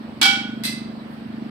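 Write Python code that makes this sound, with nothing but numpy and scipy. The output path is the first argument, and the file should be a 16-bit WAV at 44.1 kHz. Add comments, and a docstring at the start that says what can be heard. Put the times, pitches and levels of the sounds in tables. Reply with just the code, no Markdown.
"""A small bare workshop, heard through a stereo microphone with two unlike ports.
From the start a machine drones, throbbing once a turn, over faint room hiss.
At 0.2 s a metal tool is knocked hard against iron and rebounds; at 0.6 s a lighter piece clatters down.
Each blow rings a few modes over a dense clash that the concrete walls prolong.
A faint ting follows near 1 s, then a soft, high scuff, while the machine runs on."""
import sys
import numpy as np
from scipy import signal
from scipy.fft import rfft, irfft
from scipy.io import wavfile
from scipy.ndimage import uniform_filter1d

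SR = 44100
rng = np.random.default_rng(int(sys.argv[2]) if len(sys.argv) > 2 else 0)


def dump(signal):
    """Clip the signal to [-1, 1] and save it as 16-bit WAV at the path in sys.argv[1]."""
    limited = np.clip(np.atleast_2d(signal).T, -1, 1)
    pcm = np.round(limited * 32767).astype(np.int16)
    wavfile.write(sys.argv[1], SR, pcm)


N = 66150

# reverberation of the workshop (frequency [Hz], t60 [s])
ROOM_DECAY = [(150, 1), (800, 0.36), (2000, 0.59), (4000, 0.48), (8000, 0.37), (15000, 0.2)]
SHIMMER_LOW_HZ, SHIMMER_TOP_HZ = 2680, 14990  # span of the metal's weak upper modes


def amp(db):
    """Decibels to gain."""
    return 10 ** (np.asarray(db) / 20)


def unit(x):
    """Scales to rms 1."""
    return x / np.sqrt(np.mean(abs(x) ** 2) + 1e-20)


def read(points, hz):
    """Reads a table on a log-frequency axis."""
    f, value = np.transpose(points)
    return np.interp(np.log(hz + 1), np.log(f + 1), value)


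def add(mix, start_s, sound):
    """Mixes a stereo sound in at start_s."""
    part = mix[:, round(start_s * SR):]
    part += sound[:, :part.shape[1]]


def wander(hz):
    """Slow complex random drift of rms about 1, up to about hz."""
    steps, step_hz = 1024, 400
    f = np.fft.fftfreq(steps, 1 / step_hz)
    drift = np.fft.ifft(np.exp(2j * np.pi * rng.random(steps) - .5 * (f / hz) ** 2))
    return np.interp(np.arange(N) / SR, np.arange(steps) / step_hz, unit(drift))


def machine():
    """A shaft hums on its orders and thumps once a turn; the thump swells and fades."""
    # partials of the hum (order [multiple of the turn rate], relative level [dB])
    orders = [(4, -25), (5, -10), (6, -9.5), (7, -26.5), (8, -3.5), (9, 4), (10, -3), (11, -10.5), (12, -9),
              (13, -15), (14, -23.5), (15, -15.5), (16, -17)]
    # course of the drone (time [s], relative hum level [dB], relative thump level [dB])
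    levels = [(0, -35.5, -29.5), (.15, -37, -45), (.28, -34.5, -31), (.38, -33.5, -23.5), (.55, -31.5, -26),
              (.68, -30, -36), (.82, -30.5, -41), (1.0, -34.5, -51), (1.149, -36.5, -68),
              (1.27, -33.5, -43), (1.4, -31.5, -29), (1.5, -31.5, -25)]
    turn_hz, throb_at_s, port_lag_s = 24.77, 0.375, 0.00035
    thump_hz, thump_width_s = 269, 0.0038
    t, hum = np.arange(N) / SR, np.zeros((2, N))
    sides = np.array([[.5], [-.5]])
    turns = turn_hz * (t - throb_at_s - sides * port_lag_s)
    for order, db in orders:
        smear_rad = 2.08 * (1 - amp(db)) * rng.standard_normal()  # weak orders stray furthest in phase
        partial = np.exp(1j * (2 * np.pi * round(order) * turns + smear_rad))
        hum -= amp(db) * (partial * (1 + .1 * wander(hz=2))).real
    from_thump_s = (turns - np.round(turns)) / turn_hz
    pulse = np.exp(-.5 * (from_thump_s / thump_width_s) ** 2)
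    thump = -pulse * np.cos(2 * np.pi * thump_hz * from_thump_s)
    times, hum_db, thump_db = np.transpose(levels)
    drone = unit(hum) * amp(np.interp(t, times, hum_db) - 0.5)
    drone += thump * amp(np.interp(t, times, thump_db) - 4.5)
    return drone * amp(-1.4 * sides)  # a little to the right


def room_air():
    """Room tone: low rush and hiss, near mono in the bass and wide in the treble."""
    # spectrum of the room tone (frequency [Hz], relative density [dB])
    colour = [(20, -39), (32, -27), (48, -19), (80, -2), (130, 0), (250, 4), (400, -4.5), (650, -3),
              (1000, -7.5), (2000, -12), (3200, -17.5), (4500, -18.5), (5600, -30), (6700, -41),
              (8200, -30.5), (10000, -40.5), (15000, -40)]
    # likeness of left and right (frequency [Hz], correlation [0-1])
    likeness = [(50, 0.64), (250, .9), (500, 0.46), (1000, 0), (3000, 0)]
    level_db, patch_db = -41, 1.35
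    hz, _, noise = signal.stft(rng.standard_normal((2, N)), SR, nperseg=1024, noverlap=768)
    shared = np.clip(read(likeness, hz), -1, 1)[:, None]
    noise[1] = shared * noise[0] + np.sqrt(1 - shared ** 2) * noise[1]
    # the level flickers in patches of frequency and time
    patches = uniform_filter1d(rng.standard_normal(noise[0].shape), size=14, axis=0)
    patches = unit(uniform_filter1d(patches, size=10, axis=1))
    noise *= amp(read(colour, hz)[:, None] + patch_db * patches)
    hiss = signal.istft(noise, SR, nperseg=1024, noverlap=768)[1]
    return amp(level_db) * unit(hiss[:, :N])


def clash(colour, ripple_db):
    """Countless short modes and wall echoes: a ridged wash, dying fastest in the top treble."""
    hz, t, noise = signal.stft(rng.standard_normal((2, N)), SR, nperseg=1024)
    ridges_db = np.interp(hz, np.linspace(0, SR / 2, len(ripple_db)), ripple_db) * (hz > SHIMMER_LOW_HZ)
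    noise *= amp(read(colour, hz) + ridges_db)[:, None]
    decay = amp(-60 * t / read(ROOM_DECAY, hz)[:, None])
    steady = signal.istft(noise, SR)[1]
    tail = signal.istft(noise * decay, SR)[1]
    return tail[:, :N] / steady.std()


def ring(modes):
    """Dying modes; the room makes each swell and beat differently at each microphone port."""
    port_phase_rad, beat_depth, beat_hz = 1.32, 0.75, 25.8
    t, out = np.arange(N) / SR, np.zeros((2, N))
    for hz, db, t60 in modes:
        tone = amp(db - 60 * t / t60) * np.exp(2j * np.pi * (hz * t + rng.random()))
        for side, direct in zip(out, (1, np.exp(1j * port_phase_rad))):
            side += (tone * (direct + beat_depth * wander(beat_hz))).real
    return out


def shimmer(colour, count=130, spread_db=4):
    """The weak upper modes of an irregular piece of metal, rms 1 at the blow."""
    offset, strength = rng.random((count, 3)).T[:2]
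    pitches = SHIMMER_LOW_HZ + (SHIMMER_TOP_HZ - SHIMMER_LOW_HZ) * (np.arange(count) + offset) / count
    gains = amp(read(colour, pitches) + spread_db * np.sqrt(3) * (2 * strength - 1))
    gains *= np.sqrt(2) / np.linalg.norm(gains)
    phases = rng.random((count, 2, 1))
    t, out = np.arange(N // 2) / SR, np.zeros((2, N))
    for hz, gain, t60, phase in zip(pitches, gains, read(ROOM_DECAY, pitches), phases):
        out[:, :len(t)] += gain * amp(-60 * t / t60) * np.sin(2 * np.pi * (hz * t + phase))
    return out


def struck_metal(contacts, modes, colour, ring_db, clash_db, shimmer_db, build_s):
    """Each contact cracks, starts a clash and feeds more energy into the modes."""
    attack_s, crack_db, crack_s = 0.00052, -2.5, 0.0042
    t, out, energy = np.arange(N) / SR, np.zeros((2, N)), np.zeros(N)
    first_s = contacts[0][0]
    ripple_db = 3.2 * unit(np.diff(rng.random(size=240)))  # the small resonances are uneven
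    onset = np.minimum(t / attack_s, 1) * (1 + amp(crack_db) * np.exp(-t / crack_s))
    for at_s, db in contacts:
        add(out, at_s, amp(clash_db + db) * onset * clash(colour, ripple_db))
        since_s = np.maximum(t + first_s - at_s, 0)
        energy += amp(db) ** 2 * (1 - np.exp(-since_s / build_s))
    ringing = amp(ring_db) * ring(modes) + amp(shimmer_db) * shimmer(colour)
    add(out, first_s, np.sqrt(energy) * ringing)
    return out


def iron_knock():
    """A tool hits heavy iron and rebounds twice; the ring builds up behind the clash."""
    # the blow and its rebounds (time [s], relative level [dB])
    contacts = [(0.2142, 0), (0.2275, -1), (0.2525, -4.5)]
    # modes of the iron (frequency [Hz], relative level [dB], t60 [s])
    modes = [(312, -10, .15), (779, -20, .55), (797, -11.5, .6), (1445, -12, .55), (1474, -6.5, .62),
             (2250, -14, .4), (2284, 0, .46), (2980, -15, .42), (3020, -12, .44), (3162, -12, .48),
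             (3233, -9, .5), (3254, -6, .58), (3610, -16, .45), (5023, -20, .42)]
    # spectrum of its clash (frequency [Hz], relative density [dB])
    colour = [(100, -39), (310, -14.5), (450, -22.5), (650, -23.5), (850, -8.5), (1100, -12.5),
              (1500, -6.5), (2000, -12.5), (3000, -3), (4000, -4), (5700, -7.5), (6500, -21), (7200, -12.5),
              (9000, -19.5), (11500, -21), (13000, -31), (14300, -20), (16000, -43)]
    return struck_metal(contacts, modes, colour,
                        ring_db=-11, clash_db=-15.5, shimmer_db=-23, build_s=0.043)


def piece_clatter():
    """A lighter piece lands in four quick contacts and rings higher, almost at once."""
    # the landing and its bounces (time [s], relative level [dB])
    contacts = [(0.6362, -6.5), (0.6445, -6.5), (0.6512, -1), (0.6765, -14)]
    # modes of the piece (frequency [Hz], relative level [dB], t60 [s])
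    modes = [(1561, -16, .45), (2000, -9, .42), (2046, 1.5, .5), (2068, -8, .42), (2590, -7, .5),
             (2610, -5, .52), (3468, -7, .38), (3972, -5, .48), (4010, -3, .5), (4231, -8, .45),
             (4697, -7, .55), (4935, -7, .42), (5642, -11, .45), (8193, -12, .45)]
    # spectrum of its clash (frequency [Hz], relative density [dB])
    colour = [(300, -18), (1100, -11), (1600, -3), (2100, -3.5), (2900, -5.5), (3400, 0), (4100, 6),
              (4450, -2), (4850, 7.5), (5350, -9), (5700, -2), (6600, -10), (7500, -9), (8200, 2),
              (9300, -8), (10100, -3), (12000, -8), (14000, -9), (16000, -28)]
    return struck_metal(contacts, modes, colour,
                        ring_db=-29, clash_db=-25, shimmer_db=-31.5, build_s=0.0041)


def ting(at_s=0.994, hz=3980, db=-33, t60_s=.08, rise_s=.005):
    """Metal barely touches metal, and one mode rings briefly."""
    out = np.zeros((2, N))
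    rise = 1 - np.exp(-np.arange(N) / SR / rise_s)
    add(out, at_s, ring([(hz, db, t60_s)]) * rise)
    return out


def scuff(at_s=1.135, width_s=0.037, centre_hz=11600, width_hz=2500, db=-66):
    """A soft, high brush of noise."""
    band = np.exp(-.5 * ((np.fft.rfftfreq(N, 1 / SR) - centre_hz) / width_hz) ** 2)
    grit = unit(irfft(rfft(rng.standard_normal((2, N))) * band, N))
    swell = np.exp(-.5 * ((np.arange(N) / SR - at_s) / width_s) ** 2)
    return amp(db) * grit * swell


def scene():
    """Two impacts and two faint touches over the machine and the room tone."""
    return iron_knock() + piece_clatter() + ting() + scuff() + machine() + room_air()


def record(dry):
    """The microphone: its two ports differ in the treble, peaks overload softly, the very top is cut."""
    # imbalance of the ports (frequency [Hz], left minus right [dB])
    ports = [(300, 0), (800, 0.5), (1600, -2), (2400, -2.5), (3400, -6), (5000, -12), (6000, -3),
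             (6700, -4), (7400, 32), (8300, 23), (10000, 17), (11500, 16), (12800, 5), (14200, 2),
             (15500, -3)]
    fade_out_s, cutoff_hz = .004, 15900
    ratio = amp(read(ports, np.fft.rfftfreq(2 * N, 1 / SR)))
    gains = np.array([ratio, np.ones_like(ratio)]) * np.sqrt(2 / (1 + ratio ** 2))  # constant power
    fade = np.minimum(np.arange(N)[::-1] / SR / fade_out_s, 1)
    coloured = irfft(rfft(dry * fade, 2 * N) * gains)[:, :N]
    overloaded = coloured / (1 + coloured ** 6) ** (1 / 6)
    lowpass = signal.firwin(255, cutoff_hz, window=("kaiser", 9), fs=SR)
    return signal.oaconvolve(overloaded, lowpass[None], "same")


dry = scene()
out = record(dry)
dump(out)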